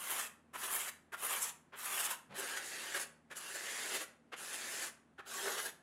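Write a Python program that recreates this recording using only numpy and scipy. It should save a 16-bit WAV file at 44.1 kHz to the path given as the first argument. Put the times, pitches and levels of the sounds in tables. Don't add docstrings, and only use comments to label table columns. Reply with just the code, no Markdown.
import sys
import numpy as np
from scipy import signal
from scipy.fft import rfft, irfft, next_fast_len
from scipy.io import wavfile
from scipy.ndimage import uniform_filter1d, map_coordinates

SR = 44100
rng = np.random.default_rng(int(sys.argv[2]) if len(sys.argv) > 2 else 0)


def master(y):
    cut = np.clip(np.atleast_2d(y).T, -1, 1)
    pcm = np.round(cut * 32767)
    wavfile.write(sys.argv[1], SR, pcm.astype(np.int16))


N = 257058
TIME = np.arange(N) / SR
SIZE = 2 * next_fast_len(N // 2 + SR // 4)
FREQ = np.fft.rfftfreq(SIZE, 1 / SR)
ATTACK_S, RELEASE_S = 0.031, 0.023
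BITE_S = 0.0063
BUILD_CURVE, EASE_CURVE = 1.27, 1.52
HISS_GROWS, DRONE_GROWS = 0.94, 1.29
TOP_HZ = 15850

# spot, start/s, peak/s, end/s,
# peak rasp/dB, build-up/dB, easing/dB, hiss over rasp/dB, drone over rasp/dB
BLADE_STROKES = [ ("patch", -0.032, 0.16, 0.29, -43.5, 8, 7.6, 0.76, -13),
                 ("patch", 0.554, 0.75, 0.91, -45.5, 5.4, 3, 0.79, -13),
                 ("patch", 1.153, 1.31, 1.52, -43.5, 14, 7, 2, -13),
                 ("patch", 1.7475, 1.948, 2.162, -41.5, 12.3, 6.8, 0.57, -14),
                 ("flank", 2.333, 2.315, 3.057, -46.5, 0.76, 1.1, -1.4, -9),
                 ("flank", 3.335, 3.935, 4.061, -44, 10.3, 9.8, -0.15, -8.5),
                 ("flank", 4.352, 4.825, 4.905, -47, 5.6, 4.8, 1.46, -9.5),
                 ("crown", 5.245, 5.482, 5.715, -43.5, 12.3, 7.9, -0.45, -6), ]
# t/s, length/s, drone/dB, rasp/dB, hiss/dB, edge ring/Hz
GLUE_SNAGS = [ (0.092, 0.049, -55, -46.5, -45, 11500), (0.18, 0.041, -62, -49, -44.5, 7400),
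              (0.613, 0.062, -62, -46.5, -48.5, 9300), (0.694, 0.1, -56, -70, -41.5, 11600),
              (0.788, 0.04, -74, -59, -44, 8800), (0.874, 0.031, -80, -49.5, -52, 8900),
              (1.215, 0.065, -53.5, -56, -45.5, 11200), (1.294, 0.066, -67, -45, -47, 10900),
              (1.41, 0.044, -84, -63, -38, 8500), (1.843, 0.028, -65, -69, -48, 10100),
              (1.987, 0.035, -72, -51, -42.5, 9800), (2.034, 0.042, -68, -53, -41, 8000),
              (2.098, 0.031, -59, -45, -44, 9000), (2.378, 0.039, -50.5, -62, -46.5, 9900),
              (2.42, 0.038, -54, -64, -58, 8200), (2.462, 0.065, -78, -56.5, -61, 8200),
              (2.561, 0.028, -70, -53, -51.5, 8000), (2.939, 0.051, -53, -43, -45, 8800),
              (2.983, 0.054, -62, -64, -47, 9000), (3.354, 0.042, -82, -70, -50.5, 9400),
              (3.537, 0.043, -61, -56, -52, 8200), (3.933, 0.047, -55, -43, -46.5, 9400),
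              (4.001, 0.038, -54.5, -55, -53, 9040), (4.523, 0.046, -67, -57, -53, 8000),
              (4.806, 0.051, -64, -55, -50, 7900), (5.3, 0.097, -76, -74, -54, 7550),
              (5.44, 0.081, -50, -61, -69, 8000), (5.572, 0.039, -62, -51, -50, 8300),
              (5.645, 0.032, -58, -49.5, -48, 9900), ]
# t/s, length/s, wood change/dB, hiss change/dB
BARE_SKIPS = [(1.37, 0.055, -4, 1.5), (2.07, 0.025, 1.5, -5.5), (2.58, 0.068, -1.5, -4.5),
              (2.642, 0.087, -5, 1), (3.98, 0.038, -3, -0.5), (5.618, 0.03, -1, 3)]
PLANK_SWEEP = {"patch": (1380, 1350, 1360), "flank": (1460, 1890, 1720), "crown": (1450, 1520, 1580)}
EDGE_SWEEP = {"patch": (9650, 9240, 8750), "flank": (8600, 7500, 8100), "crown": (7900, 8000, 11400)}
# f/Hz, relative level/dB
PATCH_WOOD_EQ = [(40, -61.5), (140, -40), (220, -18), (300, -21.5), (385, -13), (520, -12), (830, -8),
                 (1100, 0), (1750, 1.0), (2250, -3), (2750, 0), (3300, -2), (4500, -14), (6500, -28.5)]
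PATCH_STEEL_EQ = [(3000, -29.5), (4700, -12), (5600, -6.5), (7200, 0), (8700, -2.5), (10100, 2.5),
                  (11800, -1), (14000, -5), (15800, -16.5)]
FLANK_WOOD_EQ = [(40, -63), (140, -23), (230, -10), (350, -2.5), (520, -2), (780, -4.5), (950, -3.5),
                 (1250, -1.5), (1650, 1.5), (2200, -0.5), (2750, 3), (3600, -1), (4800, -8.5), (6500, -36)]
FLANK_STEEL_EQ = [(3000, -30.5), (4500, -5), (5400, -2.5), (6900, 3), (8700, -0.5), (10200, 3),
                  (11500, -1.5), (13500, -10), (15800, -20)]
CROWN_WOOD_EQ = [(40, -68), (150, -23), (230, -11), (300, -9.5), (400, 3.5), (520, -2.5), (680, -2.5),
                 (1150, -0.5), (1600, 12.5), (2300, -1), (3100, 3), (3800, 0), (4800, -10.5), (6500, -38)]
CROWN_STEEL_EQ = [(3000, -24), (4500, -5), (5600, 0.5), (7200, 2.5), (8700, -3), (10200, 1.5),
                  (11500, -2.5), (13500, -8.5), (15800, -16)]
# f/Hz, width/Hz, relative level/dB
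HULL_MODES = [(393.7, 13, 6.5), (394.4, 12, -1.5), (545, 30, -2), (794, 17, 0), (1110, 40, -9),
              (1496, 25, -6), (2660, 160, -17)]
# spot, t/s, scuff/dB, length/s, scuff resonance/Hz, hand thump/dB, hiss/dB
TOUCHDOWNS = [("patch", 0.53, -44, 0.049, 1220, -85, -54), ("patch", 1.118, -43, 0.044, 1500, -83, -55),
              ("patch", 1.72, -50, 0.051, 1180, -83, -81), ("flank", 2.287, -54, 0.093, 680, -56, -76),
              ("flank", 3.298, -48.5, 0.048, 1750, -74, -60.5),
              ("flank", 4.316, -43.5, 0.043, 1450, -80, -64.5),
              ("crown", 5.177, -47, 0.041, 1440, -67, -71)]
# f/Hz, relative level/dB
SCUFF_EQ = [(100, -24), (250, -8), (450, 4.5), (700, 4), (1400, 0), (2200, -3.5), (3100, -10.5),
            (4300, -22), (7000, -25), (16000, -70)]
# t/s, length/s, start/Hz, end/Hz, level/dB
CHATTER_NOTES = [(0.719, 0.058, 1260, 1233, -50), (2.098, 0.044, 1078, 1036, -47),
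                 (2.484, 0.097, 1646, 1630, -48.5), (5.298, 0.12, 1148, 1103, -52)]
# f/Hz, t60/s
ROOM_DECAY = [(200, 0.25), (530, 0.49), (1400, 0.41), (3700, .32), (9700, 0.29), (15000, 0.21)]
# f/Hz, relative level/dB
AIR_EQ = [(25, -23.5), (55, -15), (100, -13), (140, -6), (235, 0), (400, -8.5), (650, -11), (1500, -16),
          (2200, -21.5), (5000, -35), (9500, -32.5), (15000, -55)]
# t/s, level before trim/dB
HUM_SWELL = [(0.0, -87), (0.53, -77), (2.27, -84.5), (2.29, -79.5), (4.27, -85.5), (4.79, -80.5),
             (5.76, -85), (5.83, -97.5)]
# f/Hz, level/dB
HUM_OVERTONES = [(157, -80), (232, -78.5)]


def scraping(spot, wood_eq, steel_eq, hollow, plank_db, ring_db, tilt_db, patchy_db, clump_db, trims_db):
    drone, rasp, hiss, plank_hz, ring_hz = stroke_envelopes(spot)
    breaks = fractures(rate=22000, spread_db=0.37, clump_db=clump_db)
    body = amp(along(wood_eq, FREQ)) * hull(hollow)
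    deep = 1 / (1 + (FREQ / 800) ** 8)
    cavity = unit(filtered(breaks, body * np.sqrt(deep)))
    planks = filtered(breaks, body * np.sqrt(1 - deep))
    planks = grip_sweep(planks, plank_hz, plank_db, width_hz=300, tilt_db=2, patchy_db=patchy_db)
    steel = filtered(breaks, amp(along(steel_eq, FREQ)))
    steel = grip_sweep(steel, ring_hz, ring_db, width_hz=1300, tilt_db=tilt_db, patchy_db=patchy_db)
    drone_trim, rasp_trim, hiss_trim = amp(trims_db)
    return drone_trim * drone * cavity + rasp_trim * rasp * planks + hiss_trim * hiss * steel


def stroke_envelopes(spot):
    strokes = [row[1:] for row in BLADE_STROKES if row[0] == spot]
    moments = np.ravel([(start, (start + end) / 2, end) for start, _, end, *_ in strokes])
    plank_hz = np.interp(TIME, moments, np.tile(PLANK_SWEEP[spot], len(strokes)))
    edge_hz = np.interp(TIME, moments, np.tile(EDGE_SWEEP[spot], len(strokes)))
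    drone, rasp, hiss, pull = np.zeros((4, N))
    for start, peak, end, db, build_db, ease_db, hiss_db, drone_db in strokes:
        force = hand_force(start, peak, end, build_db, ease_db)
        drone += amp(db + drone_db) * contact(start, end) * force ** DRONE_GROWS
        rasp += amp(db) * contact(start, end) * force
        hiss += amp(db + hiss_db) * contact(start + BITE_S, end) * force ** HISS_GROWS
        for t, length, snag_drone_db, snag_rasp_db, snag_hiss_db, snag_hz in GLUE_SNAGS:
            if start < t < end:
                catch = press(t, length)
                drone += amp(snag_drone_db) * catch
                rasp += amp(snag_rasp_db) * catch
                hiss += amp(snag_hiss_db) * catch
                pull += amp(snag_hiss_db) * catch * (snag_hz - edge_hz)
    wood_grip = amp(sum(db * press(t, length) for t, length, db, _ in BARE_SKIPS))
    steel_grip = amp(sum(db * press(t, length) for t, length, _, db in BARE_SKIPS))
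    ring_hz = edge_hz + pull / (hiss + 1e-9)
    return drone * wood_grip, rasp * wood_grip, hiss * steel_grip, plank_hz, ring_hz


def hand_force(start, peak, end, build_db, ease_db):
    before = np.clip((peak - TIME) / (peak - start), 0, 1)
    after = np.clip((TIME - peak) / (end - peak), 0, 1)
    return amp(-build_db * before ** BUILD_CURVE - ease_db * after ** EASE_CURVE)


def contact(start, end):
    return np.clip(np.minimum((TIME - start) / ATTACK_S, (end - TIME) / RELEASE_S), 0, 1)


def press(start, length):
    progress = (TIME - start) / length
    pressed = (progress > 0) & (progress < 1)
    force = np.zeros(N)
    force[pressed] = np.sin(np.pi * progress[pressed]) ** 1.18
    return force


def fractures(rate, spread_db, clump_db):
    hits = rng.random(N) < rate / SR
    sizes = rng.standard_normal(N) * amp(spread_db * rng.standard_normal(N))
    return unit(hits * sizes * amp(clump_db * wobble(260)))


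def grip_sweep(x, centre_hz, ring_db, width_hz, tilt_db, patchy_db):
    hz, t, spectrum = signal.stft(x, SR, nperseg=512)
    centre = np.interp(t, TIME, centre_hz)
    pivot = np.median(centre_hz[np.gradient(centre_hz) != 0])
    ring = np.exp(-.5 * ((hz[:, None] - centre) / width_hz) ** 2)
    lean = np.log2(centre / pivot) * np.clip(np.log2((hz[:, None] + 1) / pivot), -.5, .5)
    patches = uniform_filter1d(rng.standard_normal(spectrum.shape), size=3, axis=0)
    patches = unit(uniform_filter1d(patches, size=6, axis=1))
    moving_eq = amp(ring_db * ring + tilt_db * lean + patchy_db * patches)
    return unit(signal.istft(spectrum * moving_eq, SR, nperseg=512)[1][:N])


def hull(hollow):
    return 1 + hollow * sum(amp(db) * resonance(hz, width) for hz, width, db in HULL_MODES)


def landings():
    out = np.zeros(N)
    skid = fractures(rate=9000, spread_db=0.5, clump_db=0.7)
    colours = {"patch": (PATCH_WOOD_EQ, PATCH_STEEL_EQ), "flank": (FLANK_WOOD_EQ, FLANK_STEEL_EQ),
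               "crown": (CROWN_WOOD_EQ, CROWN_STEEL_EQ)}
    thump = unit(filtered(rng.standard_normal(N), resonance(hz=155, width_hz=82) ** 2))
    for spot, t, scuff_db, length, hz, thump_db, hiss_db in TOUCHDOWNS:
        wood_eq, steel_eq = colours[spot]
        colour = amp((along(SCUFF_EQ, FREQ) + along(wood_eq, FREQ)) / 2) * hull(hollow=0.3)
        scuff = unit(filtered(skid, colour * (1 + amp(3) * resonance(hz, width_hz=450))))
        steel = unit(filtered(skid, amp(along(steel_eq, FREQ))))
        out += press(t, length) * (amp(scuff_db) * scuff + amp(thump_db) * thump + amp(hiss_db) * steel)
    return out


def squeaks():
    out = np.zeros(N)
    flutter, slip = amp(2.1 * wobble(120)), 1.1 * wobble(150)
    for t, length, start_hz, end_hz, db in CHATTER_NOTES:
        pitch_hz = np.interp(TIME, [t, t + length], [start_hz, end_hz])
        phase = 2 * np.pi * np.cumsum(pitch_hz) / SR
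        out += amp(db) * press(t, length) * unit(flutter * np.sin(phase + slip))
    return out


def workshop_reverb(x):
    out = np.zeros(N + SR)
    hop, predelay = SR // 8, SR // 250
    padded = np.pad(x, (hop, 2 * hop))
    for start in range(0, N + hop, hop):
        hz, t, noise = signal.stft(rng.standard_normal(SR // 2), SR, nperseg=256)
        decay = amp(-60 * t / along(ROOM_DECAY, hz)[:, None])
        tail = signal.istft(noise * decay, SR, nperseg=256)[1]
        piece = padded[start:start + 2 * hop] * np.sqrt(np.hanning(2 * hop))
        echo = signal.fftconvolve(piece, np.pad(tail / np.linalg.norm(tail), (predelay, 0)))
        out[start:start + len(echo)] += echo
    return out[hop:hop + N]


def room_tone():
    air = unit(filtered(rng.standard_normal(N), amp(along(AIR_EQ, FREQ))))
    tones = [(79.5, np.interp(TIME, *np.transpose(HUM_SWELL)) - 1.5)]
    tones += [(hz, db + 2 * wobble(2.5)) for hz, db in HUM_OVERTONES]
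    hum = sum(amp(db) * np.sqrt(2) * np.sin(2 * np.pi * hz * TIME + 0.67 * wobble(4)) for hz, db in tones)
    return amp(-70.5) * air + hum


def amp(db):
    return 10 ** (np.asarray(db) / 20)


def unit(x):
    return x / np.sqrt(np.mean(x ** 2) + 1e-20)


def along(points, hz):
    knots_hz, values = np.transpose(points)
    return np.interp(np.log(hz + 1), np.log(knots_hz + 1), values)


def filtered(x, response):
    return irfft(rfft(x, SIZE) * response, SIZE)[:N]


def wobble(rate):
    return map_coordinates(rng.standard_normal(int(N * rate / SR) + 4), [TIME * rate])


def resonance(hz, width_hz):
    return 1j * FREQ * width_hz / (hz ** 2 - FREQ ** 2 + 1j * FREQ * width_hz)


def scene():
    patch = scraping("patch", PATCH_WOOD_EQ, PATCH_STEEL_EQ, hollow=0.27, plank_db=0, ring_db=1,
                     tilt_db=42, patchy_db=3, clump_db=-0.5, trims_db=(0, -2.5, -1.4))
    flank = scraping("flank", FLANK_WOOD_EQ, FLANK_STEEL_EQ, hollow=0.46, plank_db=7, ring_db=0.5,
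                     tilt_db=33, patchy_db=2.5, clump_db=0.5, trims_db=(-3, -1, -1))
    crown = scraping("crown", CROWN_WOOD_EQ, CROWN_STEEL_EQ, hollow=0.46, plank_db=-3.5, ring_db=1,
                     tilt_db=13, patchy_db=3.5, clump_db=-0.2, trims_db=(-1.5, -1.5, -1))
    blade = patch + flank + crown + landings() + squeaks()
    return np.tile(blade + amp(-9) * workshop_reverb(blade) + room_tone(), (2, 1))


def record(dry):
    passband = np.clip((TOP_HZ - FREQ) / 300 + .5, 0, 1)
    return np.array([filtered(channel, np.sin(np.pi / 2 * passband) ** 2) for channel in dry])


dry = scene()
out = record(dry)
master(out)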